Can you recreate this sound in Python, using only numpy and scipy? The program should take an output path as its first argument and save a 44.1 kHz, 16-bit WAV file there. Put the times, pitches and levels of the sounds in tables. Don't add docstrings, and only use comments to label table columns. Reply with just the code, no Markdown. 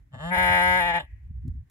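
import sys
import numpy as np
from scipy import signal
from scipy.fft import rfft, irfft, next_fast_len
from scipy.io import wavfile
from scipy.ndimage import uniform_filter1d

SR = 44100
rng = np.random.default_rng(int(sys.argv[2]) if len(sys.argv) > 2 else 0)


def materialize(psi):
    bounded = np.clip(np.atleast_2d(psi).T, -1, 1)
    quanta = np.round(bounded * 32767).astype(np.int16)
    wavfile.write(sys.argv[1], SR, quanta)


def gain_from_db(level_db):
    decades = np.asarray(level_db, float) / 20
    return 10 ** decades


N = 74970
T = np.arange(N) / SR
SIZE = next_fast_len(N + SR // 2)
F = np.maximum(np.fft.rfftfreq(SIZE, 1 / SR), 1e-3)

# time in seconds, pitch in Hz, level in dB.
GRUNT = [
    (0.11, 134.4, -75.5),
    (0.118, 127.1, -67),
    (0.144, 128.9, -44),
    (0.17, 118.2, -52),
    (0.204, 145.6, -41.5),
    (0.242, 163.1, -38),
    (0.266, 171.7, -37),
    (0.3, 176.3, -36.5),
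]
# time in seconds, pitch in Hz, level in dB.
BLEAT = [
    (0.32, 180.5, -25.5),
    (0.344, 183.8, -22.5),
    (0.366, 173.1, -25.5),
    (0.382, 182.7, -21.5),
    (0.466, 179.1, -21.5),
    (0.57, 178.6, -21.5),
    (0.608, 177.1, -21),
    (0.685, 182, -21),
    (0.74, 179.9, -21),
]
# time in seconds, pitch in Hz, level in dB.
SAG = [
    (.787, 183.4, -22),
    (.812, 174.5, -23),
    (.845, 172.7, -26),
    (.87, 176.2, -25),
    (.906, 172, -24),
    (.927, 166.7, -30.5),
    (.95, 174.4, -24),
    (.982, 169.8, -26.5),
]
# time in seconds, pitch in Hz, level in dB.
RELEASE = [
    (.991, 164, -36.5),
    (1.006, 149, -34),
    (1.022, 137.1, -49),
    (1.07, 125.8, -65),
]
# time in seconds, timing scatter as a share of a period.
ROUGHNESS = [(.11, .04), (.19, .03), (.22, .003), (.345, .003), (.36, .012), (.385, .005), (.61, .005),
             (.64, .0015), (.79, .0015), (.81, .003), (.978, .003), (.995, .08)]
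# time in seconds, strength of the strong-weak pattern in dB.
DOUBLING = [
    (.33, -40),
    (.355, -4),
    (.395, -9),
    (.46, -6.5),
    (.6, -7.5),
    (.625, -28),
    (.79, -34),
    (.81, -18),
    (.84, -30),
]
# centre in Hz, width in Hz, left in dB, right in dB.
DOUBLING_COLOUR = [(650, 40, 4.5, 2.5), (798, 49, -6, -0.5), (1050, 520, -10.5, -6),
                   (1517, 180, -13, -26.5), (2030, 40, 5.5, 2), (1990, 120, -5.5, -11), (2346, 110, 4, 12),
                   (2680, 150, -13, -2.5)]
# centre in Hz, width in Hz, left in dB, right in dB.
TIRED_COLOUR = [(1076, 120, -2, -6), (1480, 310, -6, -6.5), (1700, 190, 2.5, 4.5), (2260, 150, -4.5, -8.5),
                (2479, 390, 4.5, 7), (3298, 1000, 3.5, 2.5), (4380, 350, -2.5, -2), (5050, 800, 0, -5)]
# centre in Hz, width in Hz, left in dB, right in dB, right lag in ms.
SHUT_MOUTH = [(673, 160, -0.5, 2, 0.31), (832, 207, -1, -2, 0.074), (1103, 200, -3.5, -6.5, 0.099),
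              (1690, 150, -1, -2.5, 0.37), (2045, 50, -4.5, -7, 0.28), (2990, 390, -10.5, -12, 0.16),
              (4700, 1100, -35.5, -30.5, 0.09), (7500, 1300, -29, -29.5, 0.058)]
# centre in Hz, width in Hz, left in dB, right in dB, right lag in ms.
OPEN_MOUTH = [(634, 110, -17.5, -45.5, 0.25), (736, 271, 1.13, 3, 0.26), (833.3, 123.6, 7.5, 7.5, 0.033),
              (1324, 657, -0.5, -5.5, 0.25), (1645, 120, 6.5, 1.5, 0.44), (1930, 142, 9, 2, 0.19),
              (2145, 150, 2, -9.5, 0.15), (2500, 220, -45, -8, 0.32), (2910, 430, -12.5, -12.5, 0.14),
              (3353, 180, -15.5, -13.5, 0.2), (3607, 360, -19, -20.5, 0.18),
              (4083, 360, -30.5, -33.5, 0.35), (4820, 900, -34.5, -32.5, 0.19),
              (6600, 2500, -33.5, -39.5, 0.055)]
# time in seconds, level relative to the voice in dB.
CHEST = [
    (.11, 8),
    (.2, -5),
    (.25, 1.5),
    (.3, 0.5),
    (.34, -16.5),
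    (.8, -20),
    (.95, -18),
    (1.05, -6),
]
# centre in Hz, width in Hz, level relative to the voice in dB.
TEETH_HISS = [(9760, 590, -36), (10230, 2900, -29), (12700, 2700, -38), (14630, 1600, -40.5)]
# time in seconds, level in dB.
AIR_PRESSURE = [(.2, -13), (.25, -2), (.31, -3), (.345, 2.5), (.45, 2.5), (.79, -1), (.83, 1), (.935, -9),
                (.96, -7), (1.0, -9.5), (1.04, 4.5)]
# time in seconds, level in dB.
GUST = [(0, -51), (.1, -62), (.16, -52), (.3, -58), (.385, -41), (.505, -39), (.63, -45), (.7, -40),
        (.95, -46), (1.005, -58), (1.075, -60), (1.14, -43), (1.2, -50), (1.305, -40), (1.505, -37),
        (1.6, -41), (1.64, -47), (1.675, -60)]
# time in seconds, peak in dB, frequency in Hz.
THUMPS = [(0.026, -47, 52.5), (0.069, -53, 61), (0.203, -46, 68), (.262, -38.5, 55), (0.337, -44, 66.8),
          (0.38, -31.5, 63), (.417, -34.5, 79), (.449, -33, 63), (.474, -42, 57.4), (0.512, -29.5, 83.46),
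          (0.555, -31.5, 78), (0.617, -39, 61), (.654, -37, 88.3), (0.683, -30, 71.5), (0.709, -32, 71),
          (0.759, -36.5, 65), (.803, -37.5, 63.64), (0.855, -36.5, 47.77), (0.901, -42, 55),
          (.944, -39, 61), (.985, -47, 54), (1.043, -39, 67), (1.101, -43, 55.5), (1.139, -34.5, 59),
          (1.174, -43.5, 59.94), (1.223, -41, 69), (1.259, -36.5, 53.7), (1.309, -28.5, 78.5),
          (1.363, -32, 60), (1.385, -32.5, 62), (1.431, -30, 69.4), (1.458, -32.5, 90), (1.491, -25, 85),
          (1.509, -23.5, 61.5), (1.557, -32, 67), (1.585, -36.5, 71.3), (1.609, -32.5, 85)]
# time in seconds, level in dB, frequency in Hz, length in seconds.
BUFFETS = [
    (0.162, -41.5, 145, 0.02),
    (0.375, -37.5, 103, 0.009),
    (0.51, -38, 112, .012),
    (0.693, -47, 115.5, 0.025),
    (1.026, -56, 260.7, 0.012),
    (1.311, -40.5, 127, 0.0041),
    (1.378, -55.5, 137, 0.0087),
    (1.458, -35, 157.4, 0.0093),
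    (1.48, -33, 146.5, 0.012),
    (1.543, -43, 127, 0.026),
]
# frequency in Hz, density in dB per Hz.
YARD_COLOUR = [(250, 4), (450, -13), (800, -14.5), (1300, -18.5), (1850, -9.5), (2700, -21.5),
               (4000, -26.5), (15500, -29.5)]
# start in seconds, level in dB, decay in ms.
STRAW_TICKS = [
    (1.479, -59.5, 4.6),
    (1.5409, -72.5, 1.8),
    (1.565, -80.5, 4.8),
    (1.6985, -59, 2),
]
# centre in Hz, width in Hz.
HOUSING_DIPS = [(4680, 150), (5650, 150), (8900, 700), (13100, 800)]

MOUTH_OPENS_S = 0.296


def sheep():
    call = list(GRUNT) + list(BLEAT) + list(SAG) + list(RELEASE)
    phase = fold_phase(call)
    even, uneven = fold_pulses(phase)
    puff, burst = breath_puffs(phase)
    breath_level = (gain_from_db(-32) + 6 * curve(ROUGHNESS)) * np.std(even)
    breath = breath_level * unit(puff * rng.standard_normal(N))
    source = even + uneven + breath
    tiredness = ramp(0.795, 0.025)
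    source = source + tiredness * (tint(source, TIRED_COLOUR) - source)
    fade_in = np.clip((T - call[0][0]) / 0.0071, 0, 1)
    fade_out = np.clip((call[-1][0] - T) / 0.019, 0, 1)
    loud = fade_in * fade_out * gain_from_db(curve(call, col=2) + 2)
    return mouth(source, even, loud) + chest_tone(phase, loud) + teeth_hiss(burst, loud)


def fold_phase(call):
    quaver_from_s, quaver_per_s, quaver_hz = 0.81, 24, 0.92
    quaver = np.sin(2 * np.pi * quaver_per_s * (T - quaver_from_s)) * (T > quaver_from_s)
    wobble_hz = 0.6 * walk(25)
    return np.cumsum(curve(call) + wobble_hz + quaver_hz * quaver) / SR


def fold_pulses(phase):
    k = np.arange(int(phase[-1]))
    jitter, shimmer = rng.standard_normal((2, len(k)))
    scatter = curve(ROUGHNESS)[np.searchsorted(phase, k)]
    times = np.interp(k + scatter * jitter, phase, T)
    even = clicks(times, gain_from_db(0.3 * shimmer))
    flicker_db = 5 * np.tanh(walk(35))
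    uneven = clicks(times, (-1.) ** k) * gain_from_db(curve(DOUBLING) + flicker_db)
    from_hz, to_hz = 600, 4220
    above = (1 / (1 - 1j * from_hz / F)) ** 4
    below = 2 / (1 + 1j * F / to_hz) ** 2
    uneven = through(uneven, above * below * late(1.6))
    return even, tint(uneven, DOUBLING_COLOUR)


def breath_puffs(phase):
    cycle = np.minimum(phase.astype(int), int(phase[-1]) - 1)
    puff = np.exp(-(phase % 1) / 0.3)
    scatter_db = 2 * rng.standard_normal(cycle[-1] + 1)[cycle]
    doubling_db = 5 * gain_from_db(curve(DOUBLING)) * (-1.) ** cycle
    return puff, puff * gain_from_db(scatter_db + doubling_db)


def mouth(source, even, loud):
    closing = ramp(0.984, 0.015)
    opening = ramp(MOUTH_OPENS_S, 0.014) * (1 - 0.61 * closing)
    jaw = ramp(MOUTH_OPENS_S, 0.054) ** 2
    jaw_from_hz = 2700
    low = [row for row in OPEN_MOUTH if row[0] < jaw_from_hz]
    high = [row for row in OPEN_MOUTH if row[0] >= jaw_from_hz]
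    dull = through(source, 1 / (1 + (F / 3000) ** 6))
    nose_dips = (1 - band(2300, 450)) * (1 - band(5700, 1200))
    nasal = through(source, nose_dips)
    shut_scale = np.std(throat(even, SHUT_MOUTH))
    open_scale = np.std(throat(even, OPEN_MOUTH))
    voice = throat(nasal * loud * (1 - opening), SHUT_MOUTH) / shut_scale
    voice = voice + throat(dull * loud * opening, low) / open_scale
    return voice + throat(source * loud * jaw, high) / open_scale


def throat(source, table):
    left = sum(gain_from_db(l) * band(hz, width * 1.256) ** 2 for hz, width, l, r, ms in table)
    right = sum(gain_from_db(r) * band(hz, width * 1.047) ** 2 * late(ms) for hz, width, l, r, ms in table)
    return through(source, np.array([left, right]))


def chest_tone(phase, loud):
    fundamental = np.sin(2 * np.pi * phase) * gain_from_db(curve(CHEST))
    octave = gain_from_db(-12 - 17.5) * np.sin(4 * np.pi * phase)
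    tone = np.sqrt(2) * (fundamental + octave) * loud
    return through(tone, np.array([late(0), late(0.37)]))


def teeth_hiss(burst, loud):
    hiss = 0
    for hz, width, db in list(TEETH_HISS) + [(7300, 1500, -50)]:
        turbulence = burst * gain_from_db(1.3 * walk(20)) * rng.standard_normal(N)
        hiss = hiss + gain_from_db(db) * unit(through(turbulence, band(hz, width) ** 3))
    sideways = through(hiss, np.array([late(0), late(0.012)]))
    return sideways * loud * gain_from_db(curve(AIR_PRESSURE))


def pen(x):
    treble = 1 / (1 + (3000 / F) ** 8) / (1 + (F / 9000) ** 4)
    near = gain_from_db(-17) * tail(0.08) + gain_from_db(3) * tail(0.03) * treble
    fences = band(2200, 1300) ** 2 + gain_from_db(-8.5) * band(1100, 80) + gain_from_db(-17)
    far = gain_from_db(-33.5) * tail(0.71) * fences * late(84)
    return through(x, near + far)


def tail(t60):
    decay = 1000. 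** (-T / t60) / np.sqrt(SR * t60 / 14)
    return rfft(rng.standard_normal((2, N)) * decay, SIZE)


def wind():
    out = rumble(57.4, 130 * 1.2) + gain_from_db(-50) * rumble(240, 160)
    out = out * gain_from_db(curve(GUST) - 4 + 1.5 * walk(3.9))
    for (s, db, hz), turn in zip(THUMPS, rng.random((len(THUMPS), 2))):
        swell = np.exp(-0.5 * ((T - s) * hz / 0.75) ** 2)
        out = out + gain_from_db(db) * swell * np.sin(2 * np.pi * (hz * (T - s) + turn[:, None]))
    for s, db, hz, length in BUFFETS:
        swell = np.exp(-0.5 * ((T - s) / length) ** 2)
        out = out + rumble(hz * 0.82, hz) * gain_from_db(db) * swell
    common, side = out
    return common + gain_from_db(-15.5) * side * np.array([[1], [-1]])


def rumble(hz, width):
    response = band(hz, width) ** 2 / (1 + (F / (2.48 * hz)) ** 8) / (1 + (36 / F) ** 4)
    x = through(rng.standard_normal((2, N)), response)
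    span = int(2.5 * SR / hz)
    power = uniform_filter1d(uniform_filter1d(x ** 2, span), span)
    return x / np.sqrt(power)


def yard():
    hz, db_per_hz = np.array(YARD_COLOUR).T
    colour = gain_from_db(np.interp(np.log(F), np.log(hz), db_per_hz)) * (F > 200)
    out = unit(through(rng.standard_normal((2, N)), colour)) * gain_from_db(-73 + 2 * walk(16.0))
    stalk = band(7800, 15000) + 2.3 * band(900, 742) + 0.55 * band(3500, 780)
    for s, db, ms in STRAW_TICKS:
        snap = (T > s) * np.exp(-np.maximum(T - s, 0) * 1000 / ms) * rng.standard_normal(N)
        out = out + gain_from_db(db) * through(snap, stalk)
    return out


def curve(rows, col=1):
    return np.interp(T, np.array(rows)[:, 0], np.array(rows)[:, col])


def ramp(start, length):
    return np.clip((T - start) / length, 0, 1)


def band(hz, width):
    return 1 / (1 + 1j * (F / hz - hz / F) * hz / width)


def late(ms):
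    return np.exp(-2j * np.pi * F * ms / 1000)


def through(x, response):
    return irfft(rfft(x, SIZE) * response, SIZE)[..., :N]


def tint(x, table):
    ports = [np.prod([1 + (gain_from_db(row[c]) - 1) * band(row[0], row[1]) for row in table], axis=0) for c in (2, 3)]
    return through(x, np.array(ports))


def unit(x):
    return x / np.sqrt(np.mean(x ** 2))


def walk(rate):
    return unit(through(rng.standard_normal(N), 1 / (1 + (F / rate) ** 4)))


def clicks(times, sizes):
    at = times[:, None] * SR
    idx = np.clip(np.floor(at).astype(int) + np.arange(-7, 9), 0, N - 1)
    taps = np.sinc(idx - at) * (1 + np.cos(np.pi * (idx - at) / 8)) / 2
    return np.bincount(idx.ravel(), (taps * sizes[:, None]).ravel(), N)


def scene():
    voice = sheep()
    return voice + pen(voice) + wind() + yard()


def band_limit(x):
    return signal.sosfilt(signal.butter(12, 15730, fs=SR, output="sos"), x)


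def record(dry):
    housing = np.prod([1 - 0.85 * band(hz, width) for hz, width in HOUSING_DIPS], axis=0)
    coloured = through(dry, housing)
    low_pass = signal.ellip(8, 0.2, 70, 15750, fs=SR, output="sos")
    mix = signal.sosfilt(low_pass, coloured)
    return band_limit(mix)


dry = scene()
out = record(dry)
materialize(out)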